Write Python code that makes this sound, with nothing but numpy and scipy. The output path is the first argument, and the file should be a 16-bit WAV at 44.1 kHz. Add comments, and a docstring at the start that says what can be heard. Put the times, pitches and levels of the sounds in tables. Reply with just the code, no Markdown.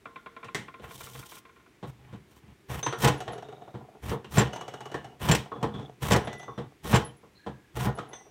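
"""A spokeshave is pulled in quick strokes along a wooden handle in a bench vise, in a small workshop.
Each cut hisses as fibres break, then the shaving tears off the end: splinters snap, the bench booms,
the blade zings, and loose things on the bench rattle, buzz and tinkle. Tool and handle knock between
strokes. Before the work starts, a light object rocks to rest and the tool slides off cardboard."""
import sys
import numpy as np
from scipy import signal
from scipy.fft import rfft, irfft
from scipy.io import wavfile
from scipy.ndimage import uniform_filter1d

SR = 44100
rng = np.random.default_rng(int(sys.argv[2]) if len(sys.argv) > 2 else 0)


def to_wav(s):
    """Save 16-bit WAV."""
    ch = np.atleast_2d(s).T  # columns
    pcm = np.round(np.clip(ch, -1, 1) * 32767)  # PCM
    wavfile.write(sys.argv[1], SR, pcm.astype(np.int16))


N = 366030

# edges of the bass, mid, bright and treble bands: f/Hz
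BAND_EDGES = [45, 280, 1600, 4500, 17000]
# the workshop's tail in those four bands: t60/s, level/dB
ROOM_TAIL = [(0.34, 0.5), (0.31, -8.5), (0.28, -5.5), (0.26, -10)]
# slap off the bench top and the nearest things: delay/s, level/dB
NEAR_ECHOES = [(.00135, -41), (.0031, -20), (.0058, -12)]
# broad EQ of room tone, light taps, breaking fibres and tearing wood: f/Hz, gain/dB
ROOM_EQ = [(18, -70), (30, -12.5), (66, -2.5), (256, -3.5), (315, -2), (379, 1), (505, -12.5),
           (1510, -15.5), (1680, -14), (2240, -13.5), (2760, -17.5), (3590, -20), (4310, -23.5),
           (6720, -25.5), (15500, -33.5)]
TAP_EQ = [(30, -27.5), (100, -4), (400, 4), (1200, 0), (2500, -14.5), (3800, -15.5), (5000, -26.5),
          (8000, -23.5), (11000, -36), (16000, -44)]
FIBRE_EQ = [(30, -10.5), (65, -2), (160, -1.5), (260, -5), (700, 0.5), (1300, 0), (2500, -7.5),
            (3800, -16.5), (5000, -26), (8000, -22), (16000, -27)]
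WOOD_EQ = [(30, -18.5), (60, -15.5), (160, -6), (260, -10.5), (700, -7), (1200, -10.5), (2400, -9),
           (4800, -19), (8000, -15.5), (10500, -25), (16000, -30.5)]
# resonances of the rocking object, loose tools and bench with handle: f/Hz, width/Hz, boost/dB
ROCKER_PEAKS = [(461, 8.8, 21), (668, 30, 14.5), (1051, 26, 25.7), (1150, 35, 14.6), (1402, 77, 19.3),
                (2120, 230, 13.3), (3424, 390, 8.9)]
LOOSE_PEAKS = [(135.5, 20, 26.5), (425, 55, 12.8), (730, 80, 14.9), (860, 66, 8.5), (1390, 52, 4.9),
               (2910, 110, 10), (3360, 97, 6.9), (5600, 220, 11), (6450, 250, 10), (13800, 660, 9.8)]
BENCH_PEAKS = [(68.9, 8, 23), (127.7, 21, 24), (207.1, 17, 16.5), (295.4, 10.3, 12.5), (382, 75, 8.5),
               (447.5, 11, 11), (474.2, 14, 14.5), (568, 36, 3), (721.6, 30, 7.5), (842, 34, 9),
               (930, 17, 5.5), (1014, 25, 10), (1087.6, 23, 7.5), (1857, 18, 13), (3040, 40, 1),
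               (3145, 47, 8), (3190, 1030, 7), (5630, 880, 6.5), (8400, 68, 5), (9200, 100, 4),
               (14300, 700, 6.5)]
# ringing modes of the rocking object, a steel part, a tiny metal piece, the blade: f/Hz, level/dB, t60/s
ROCKER_MODES = [(1029, -1, 0.039), (1390, 5.5, 0.014), (2360, 18, 0.027), (2660, 8, 0.035)]
STEEL_MODES = [(5810, -23.5, 1), (6174, -4.5, 0.25), (6205, -16, 0.32), (8170, -30, 0.48),
               (8640, -28.5, 0.5)]
TINY_MODES = [(10950, -1, 0.13), (11200, -14, 0.098)]
BLADE_MODES = [(7350, 2.5, 0.072), (7440, -27, .05), (14250, -38, 0.057)]
# ticks of the rocking object: t/s
ROCK_TIMES = [0.056, 0.159, 0.261, 0.365, 0.43, 0.484, 0.682, 0.741, 0.84, 0.909, 1.007, 1.07, 1.152, 1.227,
              1.319, 1.368, 1.452, 1.493, 1.562, 1.598, 1.662]
# loose things rattle after a jolt; negative rates build up instead:
# start/s, end/s, level/dB, fade/(dB/s), hardness/dB, dulling/(dB/s)
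RATTLES = [(3.136, 4.046, -34.5, 21, 4.5, 27), (4.467, 5.176, -36, 10.5, 2, 3),
           (5.44, 5.844, -46.5, -24, -4, -7), (6.202, 6.717, -36, 42, 7, 24), (7.92, 8.29, -33, 52, 1, 15)]
# their distinct bounces: t/s
BOUNCE_TIMES = [3.204, 3.332, 3.38, 3.424, 3.486, 3.525, 3.618, 3.678, 3.809, 3.885, 4.532, 4.56, 4.61,
                4.68, 4.738, 4.806, 4.856, 4.916, 5.044, 5.459, 6.329, 6.396, 6.429]
# metal parts sing while they chatter: start/s, end/s, f/Hz, width/Hz, opening level/dB
BUZZES = [(3.445, 3.771, 3700, 250, -64.5), (4.528, 5.128, 2935, 131, -54.5),
          (5.514, 5.721, 3400, 110, -60), (5.742, 5.86, 3411, 230, -49), (6.151, 6.577, 5816, 9.7, -62),
          (6.217, 6.69, 1990, 6.1, -52), (6.255, 6.65, 3531, 89, -60.5), (6.98, 7.103, 3100, 260, -53),
          (7.356, 7.484, 4130, 310, -63.5), (7.394, 7.701, 1660, 110, -60.5),
          (8.133, 8.201, 2003, 7.5, -43), (8.134, 8.246, 3506, 31, -56.5)]
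# the steel part pings, the tiny piece tinkles, the blade zings, splinters snap: t/s, level/dB
PINGS = [(2.829, -24.5), (4.529, -44), (6.412, -50), (8.132, -34.5)]
TINKLES = [(3.175, -53), (3.320, -47.5), (6.247, -48), (6.380, -55), (7.047, -39), (7.165, -58),
           (7.950, -49), (8.087, -50.5)]
ZINGS = [(4.384, -19.5), (5.315, -20), (6.119, -25.5), (6.945, -29), (6.958, -25)]
SNAPS = [(3.019, -43.5), (3.046, -29.5), (3.076, -34), (3.083, -36), (4.094, -48), (4.373, -41),
         (4.382, -33), (4.394, -35.5), (5.289, -35), (5.314, -28.5), (5.35, -32), (5.629, -48.5),
         (6.109, -37), (6.119, -30.5), (6.132, -32), (6.162, -38), (6.944, -37), (6.958, -33.5)]
# knocks of tool, handle and things on the bench: t/s, level/dB, hardness/dB, thud/dB, ring f/Hz
KNOCKS = [(0.445, -48, 6.5, 0, 2580), (0.547, -33.5, 10.5, -3, 2060), (0.797, -48, -3, -1, 510),
          (2.829, -37.5, 5, -8, 3700), (2.864, -26, 1.5, -6, 966), (2.926, -30, 0.5, -26, 1390),
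          (3.279, -31.5, -1.5, -7, 734), (4.245, -44.5, 3, -2, 2780), (4.943, -30.5, 0.5, -6.5, 1730),
          (5.518, -33, -11, -15, 1170), (6.273, -32.5, -0.5, -4, 650), (6.481, -36, -18, -7, 1140),
          (7.988, -34.5, 0.5, -6, 1260), (8.132, -43, 1.5, -16, 740)]
# the tool's sole lands or bumps on the wood: t/s, level/dB, hardness/dB, thud/dB
LANDINGS = [(1.828, -39.5, 1, 0), (2.128, -49, 4, 7.5), (3.742, -41.5, -2, 3), (4.116, -29, -2.5, -3.5),
            (5.555, -41, -7, -1), (5.628, -25.5, -1.5, -3.5), (5.742, -41, 1.5, 4.5), (5.787, -43.5, 2, 7),
            (6.578, -34.5, 0.5, 0), (6.849, -39, 5, -6), (7.231, -52.5, -19, -6.5), (7.464, -34.5, -1, -3),
            (7.766, -35.5, 0, -8)]
# the tool slides, and the blade cuts: start/s, end/s, level/dB, swell/dB, drag offset/dB, hiss offset/dB
SLIDES = [(0.84, 0.905, -49.5, -8, -1, -13), (0.922, 1.27, -58, -6.5, 2, 4.5), (1.025, 1.045, -59, 9, 2, 8),
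          (1.155, 1.205, -56, 2, 9, -3), (1.292, 1.388, -61, 0.5, -20, 9), (1.875, 1.9, -54.5, 4, 11, -8),
          (2.0, 2.17, -60, 5, 7.5, -21), (2.29, 2.39, -64.5, 6, 2, -4.5), (2.44, 2.53, -62.5, 3, 9.5, -22)]
STROKES = [(2.701, 2.791, -40.5, -2, 4, -8), (2.989, 3.036, -39.5, 22, 4, -1.5),
           (4.034, 4.121, -43.5, 8.5, 8, -8), (4.311, 4.373, -43, 17, 6.5, -3),
           (5.214, 5.287, -36, 6, 2.5, -7.5), (6.027, 6.107, -36, 0, 4.5, -6),
           (6.846, 6.924, -40.5, 12, 5, -3.5), (7.762, 7.854, -38, 7.5, 6.5, -7)]
# the shaving tears off the end: t/s, length/s, crunch level/dB, boom level/dB, hardness/dB
TEARS = [(3.047, 0.045, -23, -21, -2.5), (4.38, 0.047, -24, -15.5, 1.5), (5.296, 0.049, -26, -17, 0),
         (6.12, 0.049, -23, -21, -4), (6.938, 0.032, -23, -15.5, 1), (7.869, 0.035, -35, -22.5, -7.5)]


def from_db(db):
    return 10 ** (np.asarray(db) / 20)


def rms_one(x):
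    return x / np.sqrt(np.mean(x ** 2) + 1e-20)


def add(out, s, sound):
    """Mixes a sound in from time s on."""
    at = int(s * SR)
    out[at:at + len(sound)] += sound[:N - at]


def band(x, low_hz, high_hz):
    return signal.sosfilt(signal.butter(3, [low_hz, high_hz], "band", fs=SR, output="sos"), x)


def through(x, response):
    return signal.fftconvolve(x, response)[:len(x)]


def drift(per_s):
    """Random wobble with an RMS of 1."""
    knots = rng.standard_normal(int(N / SR * per_s) + 2)
    return rms_one(np.interp(np.arange(N) / SR * per_s, np.arange(len(knots)), knots))


def envelopes(spans, rise, fall):
    """One gain curve per dB column; each span fades in and out by 60 dB over rise and fall seconds."""
    t, out = np.arange(N) / SR, 0
    for rows in spans:
        s, *columns = np.transpose(rows)
        fade_db = -60 * (np.maximum(s[0] - t, 0) / rise + np.maximum(t - s[-1], 0) / fall)
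        out = out + from_db([np.interp(t, s, db) + np.maximum(fade_db, -150) for db in columns])
    return out


def body(eq, peaks, size=8192):
    """Impulse response of a broad EQ curve with resonances standing out of it."""
    hz = np.maximum(np.arange(size // 2 + 1) * SR / size, 1)
    eq_hz, eq_db = np.transpose(eq)
    power = 1 + sum((from_db(db) ** 2 - 1) / (1 + (2 * (hz - f) / width) ** 2) for f, width, db in peaks)
    gain = from_db(np.interp(np.log(hz), np.log(eq_hz), eq_db)) * np.sqrt(np.maximum(power, .1))
    # minimum phase: no ring ahead of the hit
    cepstrum = irfft(np.log(gain))
    cepstrum[1:size // 2] *= 2
    cepstrum[size // 2 + 1:] = 0
    return irfft(np.exp(rfft(cepstrum)))


def grains(per_s, spread_db):
    """Random tiny clicks of uneven size."""
    sizes = from_db(spread_db * np.minimum(rng.exponential(1, N), 4))
    return rms_one(sizes * rng.standard_normal(N) * (rng.random(N) < per_s / SR))


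def contact(s, db, hardness_db, thud_db=0, *ring_hz):
    """A hit's cue with four band levels: weight lifts the bass, hardness the bright and treble."""
    return (s, db + thud_db, db, db + hardness_db, db + 1.72 * hardness_db, *ring_hz)


def hits(cues, response, t60, rise, crack, thump, room_db, trim_db, ring_db=0, ring_width_hz=90):
    """Each hit sends a push, a short scatter of reflections and the room's tail through a body."""
    out, t = np.zeros(N), np.arange(SR // 2) / SR
    attack_samples = SR // 50
    for s, *columns in cues:
        levels_db, rings_hz = columns[:4], columns[4:]
        scatter = rng.standard_normal(len(t)) * (1 - np.exp(-t / rise))
        for k, (tail_t60, tail_db) in enumerate(ROOM_TAIL):
            force = scatter * (from_db(-60 * t / t60) + from_db(tail_db + room_db - 60 * t / tail_t60))
            force[0] += crack if k else thump   # the bass feels the whole contact as one push
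            sound = through(force, response)
            for hz in rings_hz:   # the struck spot favours one ring
                peak = signal.iirpeak(hz, hz / ring_width_hz, SR)
                sound = sound + from_db(ring_db) * signal.lfilter(*peak, sound)
            sound = band(sound, BAND_EDGES[k], BAND_EDGES[k + 1])
            strength = np.sqrt(np.sum(sound ** 2) / attack_samples)
            add(out, s, sound / strength * from_db(levels_db[k] + trim_db[k]))
    return out


def ring(touches, modes, rise):
    """Every touch sets the modes ringing, each with a slightly different strength."""
    out, t = np.zeros(N), np.arange(SR) / SR
    for s, touch_db in touches:
        partials = sum(np.sin(2 * np.pi * hz * t) * from_db(db + rng.normal(0, 1.54) - 60 * t / t60)
                       for hz, db, t60 in modes)
        add(out, s, partials * from_db(touch_db) * (1 - np.exp(-t / rise)))
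    return out


def pressure_ramp(start, end, db, swell_db, drag_db, hiss_db):
    """Low drag, mid cut and top hiss follow the pressure along a pull, the hiss a little less."""
    return [(s, db + change + drag_db, db + change, db + 0.81 * change + hiss_db)
            for s, change in ((start, -swell_db / 2), (end, swell_db / 2))]


def scrape(pulls, per_s, spread_db, judder_db, rise, fall, trim_db):
    """Fibres catch and break under the tool; its judder clumps them, and the bench colours them."""
    fractures = grains(per_s, spread_db) * from_db(judder_db * drift(160))
    sound = through(fractures, body(FIBRE_EQ, BENCH_PEAKS))
    gains = envelopes([pressure_ramp(*pull) for pull in pulls], rise, fall)
    out = 0
    for gain, db, edges_hz in zip(gains, trim_db, [(35, 280), (280, 4500), (4500, 17000)]):
        part = band(sound, *edges_hz)
        # the grain is held at a steady loudness, so each pull swells or fades smoothly
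        running_rms = np.sqrt(np.abs(uniform_filter1d(part ** 2, size=SR // 16)) + 1e-12)
        out = out + gain * from_db(db) * part / running_rms
    return out


def room_tone():
    """A quiet, dark bed of workshop air."""
    return from_db(-61.5) * rms_one(through(rng.standard_normal(N), body(ROOM_EQ, [])))


def near_field(x):
    """Close surfaces comb the upper range into narrow peaks and dips."""
    upper = band(x, 1300, 17000)
    out = x.copy()
    for delay, db in NEAR_ECHOES:
        add(out, delay, upper * from_db(db))
    return out


def rocking_object(settle_s=1.33):
    """A light object rocks from foot to foot, ticking and ringing, then comes quickly to rest."""
    s = np.array(ROCK_TIMES)
    fade_db_per_s = 5.5 + 2.0 * (np.arange(len(s)) % 2)   # one foot fades faster
    lost_db = fade_db_per_s * s + 36 * np.maximum(s - settle_s, 0)
    db = -41 - lost_db
    hardness_db = 0.21 * lost_db   # small swings tick more thinly
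    ticks = hits(map(contact, s, db, hardness_db), body(TAP_EQ, ROCKER_PEAKS), t60=0.038, rise=0.0013,
                 crack=6.0, thump=5.4, room_db=-5, trim_db=(-10.0, -0.5, -5.5, -33))
    return ticks + ring(zip(s, db - 8.5), ROCKER_MODES, rise=0.0029)


def metal_buzz(fade_db=-11.5, flare_db=-5, flare_t60=0.066):
    """Fine chatter keeps one resonance of each loose metal part alive; it flares at every bounce."""
    out, flare = np.zeros(N), np.ones(N)
    t = np.arange(SR // 4) / SR
    for s in BOUNCE_TIMES:
        add(flare, s, from_db(flare_db - 60 * t / flare_t60))
    for start, end, hz, width_hz, db in BUZZES:
        peak = signal.iirpeak(hz, hz / width_hz, SR)
        tone = signal.lfilter(*peak, signal.lfilter(*peak, grains(1500, 3.5)))
        gain, = envelopes([[(start, db), (end, db + fade_db)]], rise=0.036, fall=0.1)
        out += gain * rms_one(tone)
    return out * flare


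def small_metal():
    """Light touches make a steel part ping and a tiny piece tinkle."""
    return ring(PINGS, STEEL_MODES, rise=0.0019) + ring(TINKLES, TINY_MODES, rise=0.0024)


def rattle_at(s, rattle):
    """Level and hardness of a rattle at time s; most grow weaker and duller."""
    start, end, db, fade, hardness_db, dulling = rattle
    return db - fade * (s - start), hardness_db - dulling * (s - start)


def shiver(loose):
    """Loose things keep buzzing against the bench top after each jolt."""
    chatter = through(grains(2500, 4.1) * from_db(3.9 * drift(50)), loose)
    # level for the low layer, level plus hardness for the fizz
    spans = [[(s, *np.cumsum(rattle_at(s, rattle))) for s in rattle[:2]] for rattle in RATTLES]
    low_gain, fizz_gain = envelopes(spans, rise=.1, fall=0.28)
    low = from_db(-9) * low_gain * rms_one(band(chatter, 190, 1900))
    fizz = from_db(-25) * fizz_gain * rms_one(band(chatter, 1700, 9000))
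    return low + fizz


def bounces(loose, ring_hz=749, spread_octaves=0.485):
    """Loose things bounce as they rattle, each time on another spot with its own hollow ring."""
    cues = [contact(s, *rattle_at(s, rattle), 0, ring_hz * 2 ** rng.normal(0, spread_octaves))
            for rattle in RATTLES for s in BOUNCE_TIMES if rattle[0] <= s <= rattle[1]]
    return hits(cues, loose, t60=0.036, rise=0.00076, crack=5.3, thump=17, room_db=0,
                trim_db=(-8.5, -0.5, -9.5, -18.5), ring_db=6, ring_width_hz=80)


def knocks(bench):
    """Tool, handle and other things strike the bench: short, pitched, woody knocks."""
    return hits([contact(*row) for row in KNOCKS], bench, t60=0.045, rise=0.001, crack=11, thump=22,
                room_db=4.0, trim_db=(0.4, -0.66, -7.0, -22.0), ring_db=10.5, ring_width_hz=127)


def sole_landings(bench):
    """The tool's sole meets the wood with a rounder, longer bump."""
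    return hits([contact(*row) for row in LANDINGS], bench, t60=0.12, rise=0.004, crack=7.7, thump=24,
                room_db=2.5, trim_db=(3, 1.34, -12, -25.5))


def tool_slides():
    """The tool rubs softly over cardboard, then its sole shifts on the wood."""
    return scrape(SLIDES, per_s=4800, spread_db=0.5, judder_db=2.5, rise=0.09, fall=0.059,
                  trim_db=(-.6, -1.1, -.6))


def blade_zings():
    """The blade springs free of the wood and rings, high and short."""
    return ring(ZINGS, BLADE_MODES, rise=0.0023)


def shaving_tears(lead_s=0.009, jitter_s=0.0015, uneven_db=1.5):
    """A quick run of fibres gives way, the handle springs back and booms the bench, splinters snap."""
    wood = body(WOOD_EQ, BENCH_PEAKS)
    booms, crunch = [], []
    for s, length, db, boom_db, hardness_db in TEARS:
        booms.append(contact(s, boom_db, hardness_db))
        for onset in s - lead_s + np.linspace(0, length, 5):
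            late, louder = rng.standard_normal(2)
            crunch.append(contact(onset + jitter_s * late, db + uneven_db * louder, hardness_db))
    snaps = [contact(s, db, 0) for s, db in SNAPS]
    return (hits(booms, wood, t60=0.11, rise=0.00067, crack=5, thump=42, room_db=-9,
                 trim_db=(1.1, -13, -18, -42))
            + hits(crunch, wood, t60=0.056, rise=0.00066, crack=7.4, thump=23, room_db=-1.5,
                   trim_db=(-5.5, -0.9, -12.0, -27))
            + hits(snaps, wood, t60=0.041, rise=0.00071, crack=6.0, thump=29, room_db=-6.0,
                   trim_db=(-0.5, -1.5, 3.5, -1.6)))


def spokeshave_cuts():
    """The blade breaks a dense stream of fibres: one hiss for each pull."""
    return scrape(STROKES, per_s=7000, spread_db=-2.5, judder_db=2.0, rise=0.051, fall=0.13,
                  trim_db=(-.3, .3, -.3))


def scene():
    """Mono mix: the woodwork with its close echoes, ringing details on top, room tone underneath."""
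    bench, loose = body(TAP_EQ, BENCH_PEAKS), body(TAP_EQ, LOOSE_PEAKS)
    work = spokeshave_cuts() + tool_slides() + shaving_tears()
    clatter = knocks(bench) + sole_landings(bench) + bounces(loose)
    metal = small_metal() + blade_zings()
    bed = room_tone()
    close = near_field(work + clatter + shiver(loose))
    return (close + rocking_object() + metal + metal_buzz() + bed)[None]


def record(dry, cutoff_hz=15800):
    """A steep low-pass takes off the very top."""
    return signal.sosfilt(signal.ellip(12, .1, 90, cutoff_hz, fs=SR, output="sos"), dry)


dry = scene()
out = record(dry)
to_wav(out)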